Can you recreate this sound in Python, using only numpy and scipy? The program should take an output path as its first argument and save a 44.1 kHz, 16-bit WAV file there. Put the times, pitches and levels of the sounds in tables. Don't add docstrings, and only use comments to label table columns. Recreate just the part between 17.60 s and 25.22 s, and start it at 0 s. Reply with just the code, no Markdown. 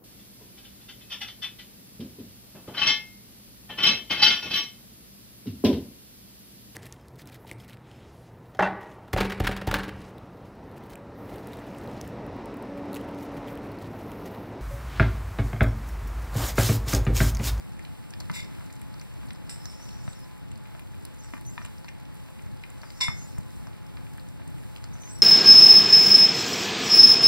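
import sys
import numpy as np
from scipy import signal
from scipy.fft import rfft, irfft, next_fast_len
from scipy.io import wavfile
from scipy.ndimage import map_coordinates

SR = 44100
rng = np.random.default_rng(int(sys.argv[2]) if len(sys.argv) > 2 else 0)


def unload_wav(signal):
    wavfile.write(
        sys.argv[1],
        SR,
        np.round(np.clip(np.atleast_2d(signal).T, -1, 1) * 32767).astype(np.int16),
    )


N = 336042


def amp(db):
    return 10 ** (np.asarray(db) / 20)


def unit(x):
    return x / np.sqrt(np.mean(x ** 2, axis=-1, keepdims=True) + 1e-20)


def along(points, hz):
    f, v = np.transpose(points)
    return np.interp(np.log(hz + 1), np.log(f + 1), v)


def wobble(knots_per_s):
    knots = rng.standard_normal(int(N * knots_per_s / SR) + 4)
    return map_coordinates(knots, [np.arange(N) * knots_per_s / SR])


def filtered(x, response):
    m = next_fast_len(x.shape[-1] + SR // 2)
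    return irfft(rfft(x, m) * response(np.fft.rfftfreq(m, 1 / SR)), m)[..., :x.shape[-1]]


def resonance(f, hz, width_hz):
    return 1j * f * width_hz / (hz * hz - f * f + 1j * f * width_hz)


def add(track, start_s, sound):
    part = track[round(start_s * SR):][:len(sound)]
    part += sound[:len(part)]


def noise(response, correlation):
    a, b = filtered(rng.standard_normal((2, N)), response)
    turn = np.arccos(np.clip(correlation, -1, 1)) / 2
    shared, opposed = np.cos(turn) * a, np.sin(turn) * b
    return unit(np.array([shared + opposed, shared - opposed]))


SNAP_SHARE = 0.13


def pops(start_s, level_db, hz, breadth, rustle_t60_s, rough):
    size = 4096
    t, f = np.arange(size) / SR, np.fft.rfftfreq(size, 1 / SR)
    push = rough * rng.standard_normal((len(start_s), size)) * amp(-60 * t / rustle_t60_s)
    push[:, 0] += rng.choice([-1, 1], len(start_s))
    cavity = resonance(f, hz[:, None], 2.87 * (hz * breadth)[:, None]) ** 2
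    escaped = SNAP_SHARE * resonance(f, hz[:, None], 2.1 * hz[:, None])
    sounds = irfft(rfft(push) * (cavity + escaped), size)[:, :size // 2]
    track = np.zeros(N)
    for start, level, sound in zip(start_s, level_db, sounds):
        add(track, start, amp(level) * sound / np.abs(sound).max())
    return track


# start in seconds, peak in dB before the lip filter, mouth pitch in Hz.
SMACKS = [(0.1937, -33, 2260), (.2504, -34.5, 2790), (0.537, -32, 2190), (0.6069, -31, 1000),
          (.6984, -19.5, 1480), (0.7408, -36, 1200), (.8461, -34.5, 790), (1.0086, -33, 1100),
          (1.1, -35, 2340), (1.217, -34.5, 2370), (1.3424, -39, 1200), (1.4163, -36, 2230),
          (1.632, -34, 1200), (1.706, -28, 2290), (2.0564, -34, 1160), (2.198, -38, 1000),
          (2.29, -34, 3000), (2.4786, -25.5, 1140), (2.917, -33, 2930), (3.056, -35, 2500),
          (3.15, -30.5, 875), (3.194, -31.5, 2720), (3.3438, -37, 2620), (3.4518, -43, 2500),
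          (3.6459, -39, 990), (3.7368, -23, 1380), (3.755, -38, 1600), (3.768, -34, 1600),
          (3.7782, -35, 1500), (3.979, -19, 1350), (4.009, -39, 1500), (4.017, -30, 1640),
          (4.024, -39, 1600), (4.0482, -25, 3070), (4.052, -32, 1300), (4.06, -33, 2650),
          (4.2454, -32.5, 1300), (4.283, -26.5, 2550), (4.2867, -33, 2510), (4.29, -33, 2030),
          (4.6866, -37, 1130), (4.794, -35, 2610), (5.0378, -25.5, 2500), (5.2335, -27, 1040),
          (5.24, -32, 990), (5.3034, -36, 2300), (5.483, -17, 1480), (5.504, -38, 1000), (5.7806, -31, 830),
          (6.0706, -33, 1210), (6.3719, -32, 1510), (6.467, -35.5, 2400), (6.5815, -33.5, 2000),
          (6.797, -36, 940), (6.8175, -39, 1780), (6.9838, -38, 2290), (7.241, -34.5, 1090),
          (7.354, -32.5, 1110), (7.4348, -33, 2760), (7.4769, -37, 2260)]
SMACK_T60_S, SMACK_ROUGH = 0.017, 0.1
SMACK_BREADTH_AT_1KHZ, NARROWING = 0.74, 1.2


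def smacks():
    start_s, peak_db, hz = np.transpose(SMACKS)
    breadth = SMACK_BREADTH_AT_1KHZ * (hz / 1000) ** -NARROWING
    dry_smacks = pops(start_s, peak_db, hz, breadth, SMACK_T60_S, SMACK_ROUGH)

    def lips_and_bowl(f):
        held_air = 1 + 0.45 * resonance(f, 700, 380)
        floor_echo = 1 + 0.42 * np.exp(-2j * np.pi * f * 0.003287)
        return held_air * floor_echo / (1 + 1j * f / 4300) ** 3

    return filtered(dry_smacks, lips_and_bowl)


# start in seconds, peak in dB, pitch in Hz.
TICKS = [(.1926, -42, 7000), (0.2503, -37.5, 3780), (.506, -38, 6600), (.537, -34.5, 4320),
         (0.6028, -30, 4730), (0.607, -33, 4320), (0.607, -35, 7700), (.715, -35, 5000),
         (0.804, -31.5, 4500), (.831, -39, 4800), (.846, -39, 4800), (1.042, -45, 7300), (1.105, -41, 4200),
         (1.1271, -36, 7160), (1.138, -43, 7500), (1.1554, -42, 7400), (1.2163, -34, 10200),
         (1.342, -39, 4830), (1.397, -39, 4300), (1.4136, -37, 6200), (1.67, -42, 7900), (1.69, -43, 6800),
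         (1.707, -33, 3800), (1.7323, -40, 8050), (2.056, -28, 5600), (2.23, -45, 7000),
         (2.2918, -40, 5100), (2.309, -41, 4000), (2.479, -46, 3900), (2.532, -40, 3900),
         (2.5922, -42, 8600), (2.603, -42, 10930), (2.917, -38.5, 8600), (2.9571, -41.5, 4670),
         (2.977, -42, 8200), (3.1959, -39, 9400), (3.4515, -36, 4750), (3.452, -30.5, 10100),
         (3.5456, -44, 7500), (3.6454, -41, 6400), (3.737, -49, 4640), (3.8112, -37, 11300),
         (3.866, -39, 10300), (3.9585, -45, 11700), (4.048, -37, 4000), (4.051, -32.5, 7840),
         (4.0605, -38, 7300), (4.1815, -41.5, 5000), (4.2451, -42, 4340), (4.2873, -37, 5460),
         (4.555, -44, 10060), (5.036, -40.5, 4100), (5.102, -42, 8650), (5.2167, -37.5, 5170),
         (5.3044, -35, 3800), (5.593, -44, 9900), (5.594, -45, 5000), (5.783, -36, 7500),
         (6.0704, -42, 5170), (6.37, -40, 3600), (6.5968, -42, 4040), (6.5762, -40, 10100),
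         (6.6872, -43, 6600), (6.878, -37, 9100), (6.9804, -48, 8600), (7.0293, -48, 10400),
         (7.162, -33, 3380), (7.1716, -41, 5950), (7.2408, -33, 4500), (7.242, -40, 6900),
         (7.3395, -40.5, 6230), (7.4219, -39, 9100), (7.587, -38, 9200)]
TICK_T60_S, TICK_BREADTH = 0.0064, 0.18
CRACKLE_FLOOR_DB, CRACKLE_SPREAD_DB = -50, 1.5


def spit():
    start_s, peak_db, hz = np.transpose(TICKS)
    ticks = pops(start_s, peak_db, hz, TICK_BREADTH, TICK_T60_S, rough=0.58)
    when, size, pitch = rng.random(size=(350, 3)).T
    crackle_db = CRACKLE_FLOOR_DB - CRACKLE_SPREAD_DB * np.log(size)
    crackle = pops(when * N / SR, crackle_db, 1500 * 8 ** pitch, 0.28, TICK_T60_S, rough=0.88)
    return ticks + crackle


# time in seconds, pitch in Hz, level in dB; pitch and level waver around it.
WHISTLES = [
    [(1.96, 5290, -60), (2.04, 5320, -53), (2.11, 5400, -51.5), (2.17, 5400, -60), (2.195, 5600, -55),
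     (2.21, 5400, -57), (2.23, 6120, -50), (2.26, 5600, -61), (2.29, 5450, -55), (2.33, 5550, -56),
     (2.345, 5900, -61), (2.365, 5620, -64), (2.395, 5680, -60), (2.41, 5300, -64), (2.45, 5350, -68),
     (2.49, 5760, -64), (2.51, 5500, -70)],
    [(2.435, 7000, -62), (2.455, 7450, -61), (2.465, 7400, -64)],
    [(2.462, 8200, -60), (2.478, 8300, -60)],
    [(2.522, 7250, -64), (2.54, 7050, -64)],
    [(2.49, 8100, -55), (2.505, 7700, -56), (2.525, 8250, -60), (2.55, 7800, -64)],
    [(2.545, 5520, -61), (2.6, 5260, -58), (2.645, 5100, -61)],
    [(3.59, 6500, -54), (3.61, 6400, -50)],
    [(3.61, 5500, -62), (3.64, 5930, -61), (3.68, 5550, -66), (3.715, 5300, -64)],
    [(3.635, 8030, -54), (3.66, 7900, -55)],
    [(3.852, 6160, -55), (3.885, 6180, -49), (3.905, 6650, -47)],
    [(3.905, 7800, -55), (3.925, 7500, -59), (3.95, 7400, -62)],
    [(4.022, 5930, -54), (4.036, 5500, -60)],
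    [(5.215, 5450, -62), (5.228, 5700, -56), (5.244, 5300, -64), (5.258, 4830, -61), (5.282, 4680, -69),
     (5.312, 4880, -62), (5.344, 5030, -64), (5.37, 5460, -58), (5.385, 5500, -61), (5.405, 5720, -55)],
    [(5.57, 6400, -52), (5.61, 6370, -49), (5.635, 6740, -49), (5.66, 7140, -52)],
    [(5.67, 7900, -57), (5.695, 7550, -60)],
    [(5.685, 5330, -57), (5.72, 5150, -64), (5.76, 5420, -65), (5.78, 5400, -66)],
    [(7.33, 5830, -50), (7.342, 6150, -52), (7.357, 6030, -58), (7.38, 6250, -67), (7.403, 5960, -59),
     (7.418, 6270, -48), (7.428, 5950, -51), (7.46, 6270, -48), (7.5, 6600, -47)],
    [(7.485, 7700, -59), (7.515, 8150, -50), (7.523, 8030, -47), (7.535, 8080, -44), (7.555, 7770, -49),
     (7.567, 8050, -55)],
    [(7.488, 5470, -56), (7.518, 5840, -50)],
    [(7.553, 5650, -50), (7.595, 5480, -55), (7.62, 5630, -49)],
]


def whistles():
    track, t = np.zeros(N), np.arange(N) / SR
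    flutter, waver = wobble(110), wobble(300)
    for rows in WHISTLES:
        s, pitch_hz, level_db = np.transpose(rows)
        here = slice(round(s[0] * SR), round(s[-1] * SR))
        now = t[here]
        db = np.interp(now, s, level_db)
        unsteady = np.clip((-39 - db) / 12, 0.15, 1.5)
        hz = np.interp(now, s, pitch_hz) * (1 + 0.0045 * unsteady * waver[here])
        phase = 2 * np.pi * np.cumsum(hz) / SR
        edges = np.clip(np.minimum(now - s[0], s[-1] - now) / 0.0013, 0, 1)
        tone = np.sin(phase) + 0.069 * np.sin(2 * phase)
        add(track, s[0], amp(db + 1.6 * unsteady * flutter[here]) * edges * tone)
    return track


# start in seconds, length in seconds, mid-breath level in dB before a slow random waver.
BREATHS = [(1.876, 0.87, -60), (3.552, 0.28, -61.5), (3.817, 0.29, -63.5), (5.182, 0.67, -58),
           (7.3, 0.36, -62)]


def breaths():
    t = np.arange(N) / SR
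    flow = sum(amp(db) * np.sin(np.pi * np.clip((t - s) / length, 0, 1)) for s, length, db in BREATHS)
    nose_response = lambda f: resonance(f, 5800, 1400) + 0.48 * resonance(f, 6400, 2500)
    hiss = filtered(rng.standard_normal(N), nose_response)
    return flow * amp(1.1 * wobble(30)) * unit(hiss)


# start in seconds, blow in dB, rattle in dB, rattle rise in seconds, rattle t60 in seconds,
# damping by the touch 0-1, brightness in dB per octave, direct scrape in dB, then in dB how strongly the clink
# stirs the modes near 2.2 kHz, near 3.5 kHz, near 5.3 kHz and near 8.5 kHz.
CLINKS = [(0.726, -57, -62, 0.033, 0.26, 0.88, -0.5, 29.5, 6.5, -9.5, -11.5, -4),
          (1.8947, -45, -75, 0.0017, 0.31, 0.93, 9, 33, -2, -12, -2.5, 7),
          (2.098, -58, -84, .01, 0.25, .7, 5, 27, -2, -11, 2, 6),
          (5.404, -42, -49, 0.00096, 0.031, 0.14, -2.5, 17, 1, -7, -5, -1),
          (5.4104, -25.5, -57.5, 0.0029, 0.23, 0.62, 0, 26.5, 0.4, -3, 1.5, 0.5),
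          (5.4275, -32.5, -62.5, 0.0024, .12, 0.58, 0.3, 27, 1, -11, 0, 1)]
# frequency in Hz, level in dB before the clink's colouring,
# undamped t60 in seconds.
CLINK_MODES = [(1023, -19, .16), (1825, -22, .3), (2030, -25, .25), (2154, -12, .3), (2212, -18, .3),
               (2304, -19, .2), (2800, -17, .08), (3513, -6, .2), (3574, 2, .22), (4200, -24, .15),
               (4520, -24, .15), (5021, -21, .25), (5292, -11, .2), (5336, 2, .23), (5399, -12, .2),
               (5663, -19, .18), (5900, -19, .1), (6858, -18, .13), (7095, -19, .2), (7400, -15, .22),
               (7569, -19, .2), (8030, -14, .25), (8930, -18, .15), (9740, -20, .15), (10750, -21, .12),
               (12500, -26, .1), (14000, -29, .08)]


def clinks():
    track, t = np.zeros(N), np.arange(SR // 2) / SR
    hz, level_db, t60_s = np.transpose(CLINK_MODES)[:, :, None]
    width_hz = np.log(1000) / (np.pi * t60_s)
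    deep, low = (hz > 2000) & (hz < 2400), (hz > 3300) & (hz < 3800)
    high, top = (hz > 5200) & (hz < 5500), (hz > 7900) & (hz < 9000)
    signs = (-1.) ** np.arange(len(CLINK_MODES))[:, None]

    def scrape(f):
        upper = 0.53 * resonance(f, 7300, 4600) ** 2 + 0.13 * resonance(f, 13000, 5000) ** 2
        return resonance(f, 2220, 1800) + upper

    for (start_s, blow_db, rattle_db, rise_s, rattle_t60_s, damped, tilt_db, scrape_db,
         deep_db, low_db, high_db, top_db) in CLINKS:
        slips = unit(rng.standard_normal(len(t)) ** 3)
        decay_db = -60 * np.maximum(t - rise_s, 0) / rattle_t60_s
        push = amp(rattle_db + decay_db) * np.minimum(t / rise_s, 1) * slips
        push[:5] += amp(blow_db) * np.hanning(7)[1:-1] / 3
        stir_db = deep_db * deep + low_db * low + high_db * high + top_db * top
        size = signs * amp(level_db + tilt_db * np.log2(hz / 4000) + stir_db) * SR / np.pi

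        def response(f):
            free = (1 - damped) * resonance(f, hz, width_hz) / width_hz
            held = damped * resonance(f, hz, 110) / np.sqrt(260 * width_hz)
            return np.sum(size * (free + held), axis=0) + amp(scrape_db) * scrape(f)

        add(track, start_s, filtered(push, response))
    return track


# start in seconds, level in dB before onset and decay, pitch in Hz.
BUMPS = [(0.702, -20, 152), (2.48, -22, 130), (3.736, -26, 252), (3.982, -39, 248), (5.485, -16.5, 120),
         (5.785, -18, 120)]
BUMP_CYCLES = 8.9


def bumps_on_mat():
    track, t = np.zeros(N), np.arange(SR // 2) / SR
    for start_s, db, hz in BUMPS:
        decay = amp(db - 60 * t * hz / BUMP_CYCLES)
        onset = 1 - np.exp(-t / 0.00096)
        add(track, start_s, decay * onset * np.sin(2 * np.pi * hz * t))
    return track


# frequency in Hz, t60 in seconds.
ROOM = [(300, 0.12), (2000, 0.28), (10000, 0.032)]


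def room(x):
    hz, t, z = signal.stft(rng.standard_normal((2, SR // 3)), SR, nperseg=256)
    dying = z * amp(-60 * t / along(ROOM, hz)[:, None])
    tail = signal.istft(dying, SR, nperseg=256)[1]
    delayed = np.pad(x, (100, 0))[None]
    return signal.fftconvolve(delayed, tail / np.linalg.norm(tail[0]), axes=1)[:, :N]


# time in seconds, hiss in dB before a random waver.
AIR = [(0, -54.5), (.8, -53.5), (1.5, -54), (2.3, -53.5), (2.8, -55.5), (4.1, -54), (4.7, -55.5),
       (5.7, -54), (6.5, -54), (7.62, -54.5)]
# frequency in Hz, relative density in dB per Hz.
RUMBLE = [(15, -16), (50, -7), (120, -4.5), (200, -12), (330, -15.5), (500, -28), (900, -28), (1500, -80)]
HISS = [(200, -8.5), (500, 0), (900, -2.5), (1500, -5.5), (2400, -8), (3300, -10.5), (4500, -15.5),
        (6400, -25), (9000, -54)]
HIGH_HISS = [(3000, -2.5), (6000, -4), (9000, 0), (11000, -2.5), (13000, -5.5), (16000, -5.5)]
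# frequency in Hz, width in Hz, lift in dB.
ROOM_MODES = [(61, 7.8, 5), (89, 3.8, 7.5), (120, 6.6, 4), (154.5, 26, 5), (205, 18, 4.5), (261, 10.3, 5)]
RUMBLE_OVER_HISS_DB, HIGH_OVER_HISS_DB = 15, -6


def air():
    hiss_db = np.interp(np.arange(N) / SR, *np.transpose(AIR))

    def boom(f):
        lift_db = sum(db * np.abs(resonance(f, hz, width_hz)) for hz, width_hz, db in ROOM_MODES)
        return amp(along(RUMBLE, f) + lift_db)

    rumble = amp(hiss_db + RUMBLE_OVER_HISS_DB + 1.36 * wobble(8.5)) * noise(boom, 0.016)
    hiss = amp(hiss_db + 1.05 * wobble(6.4)) * noise(lambda f: amp(along(HISS, f)), -0.09)
    high_db = hiss_db + HIGH_OVER_HISS_DB + 1.5 * wobble(9.7)
    high = amp(high_db) * noise(lambda f: amp(along(HIGH_HISS, f)), 0.083)
    return rumble + hiss + high


# frequency in Hz, resonator width in Hz (applied twice), level in dB.
HUM = [(525.3, 9.6, -65.5), (1014, 7.6, -69.5)]
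WHINE_HZ, WHINE_MEAN_DB = 857, -58.5


def appliance():
    hum = sum(amp(db) * noise(lambda f: resonance(f, hz, width_hz) ** 2, 0.37) for hz, width_hz, db in HUM)
    level = amp(WHINE_MEAN_DB + 1.56 * wobble(8.1))
    whine = level * np.sin(2 * np.pi * WHINE_HZ * np.arange(N) / SR + 0.29 * wobble(6.6))
    return hum + whine * [[1], [0.6]]


def scene():
    wet = smacks() + spit()
    ringing = whistles() + breaths() + clinks() + bumps_on_mat()
    near = wet + ringing
    early = 0.5 * np.pad(near, (130, 0))[:N] * [[1], [-0.4]]
    tail = room(amp(-12) * wet + amp(-7) * ringing)
    return near + early + tail + air() + appliance()


# frequency in Hz, phase in quarter turns (odd: all in the difference, even: all in the sum).
COMB = [(0, 0.969), (300, 1.0886), (500, 1.273), (770, 1.401), (1500, 2.07), (3200, 3.004), (4750, 4.13),
        (6400, 4.88), (8000, 6.22), (10200, 7.45), (12300, 7.59), (14000, 9.2), (15500, 9.6), (17000, 5.4)]
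# frequency in Hz, level in dB.
LEAK = [(100, -28), (1500, -12.5), (3200, -11), (4750, -10), (6400, -13.5), (9000, -5.5), (12000, -11),
        (15000, -4.5)]
# frequency in Hz, left minus right in dB.
LEAN = [(100, 0.97), (3000, 0), (6500, 0.5), (8800, -4), (10500, 1.5), (14000, 1.5)]
TOP_HZ = 15800


def record(dry):
    turn = lambda f: np.pi / 2 * np.interp(f, *np.transpose(COMB))
    gap = lambda f: amp(along(LEAK, f))
    mid = filtered(dry[0], lambda f: np.cos(turn(f)) + 1j * gap(f) * np.sin(turn(f)))
    side = filtered(dry[1], lambda f: -1j * np.sin(turn(f)) + gap(f) * np.cos(turn(f)))
    lean = lambda f: amp(along(LEAN, f) * np.array([[0.5], [-0.5]])) * (f < TOP_HZ)
    return filtered(np.array([mid + side, mid - side]), lean)


dry = scene()
out = record(dry)
unload_wav(out)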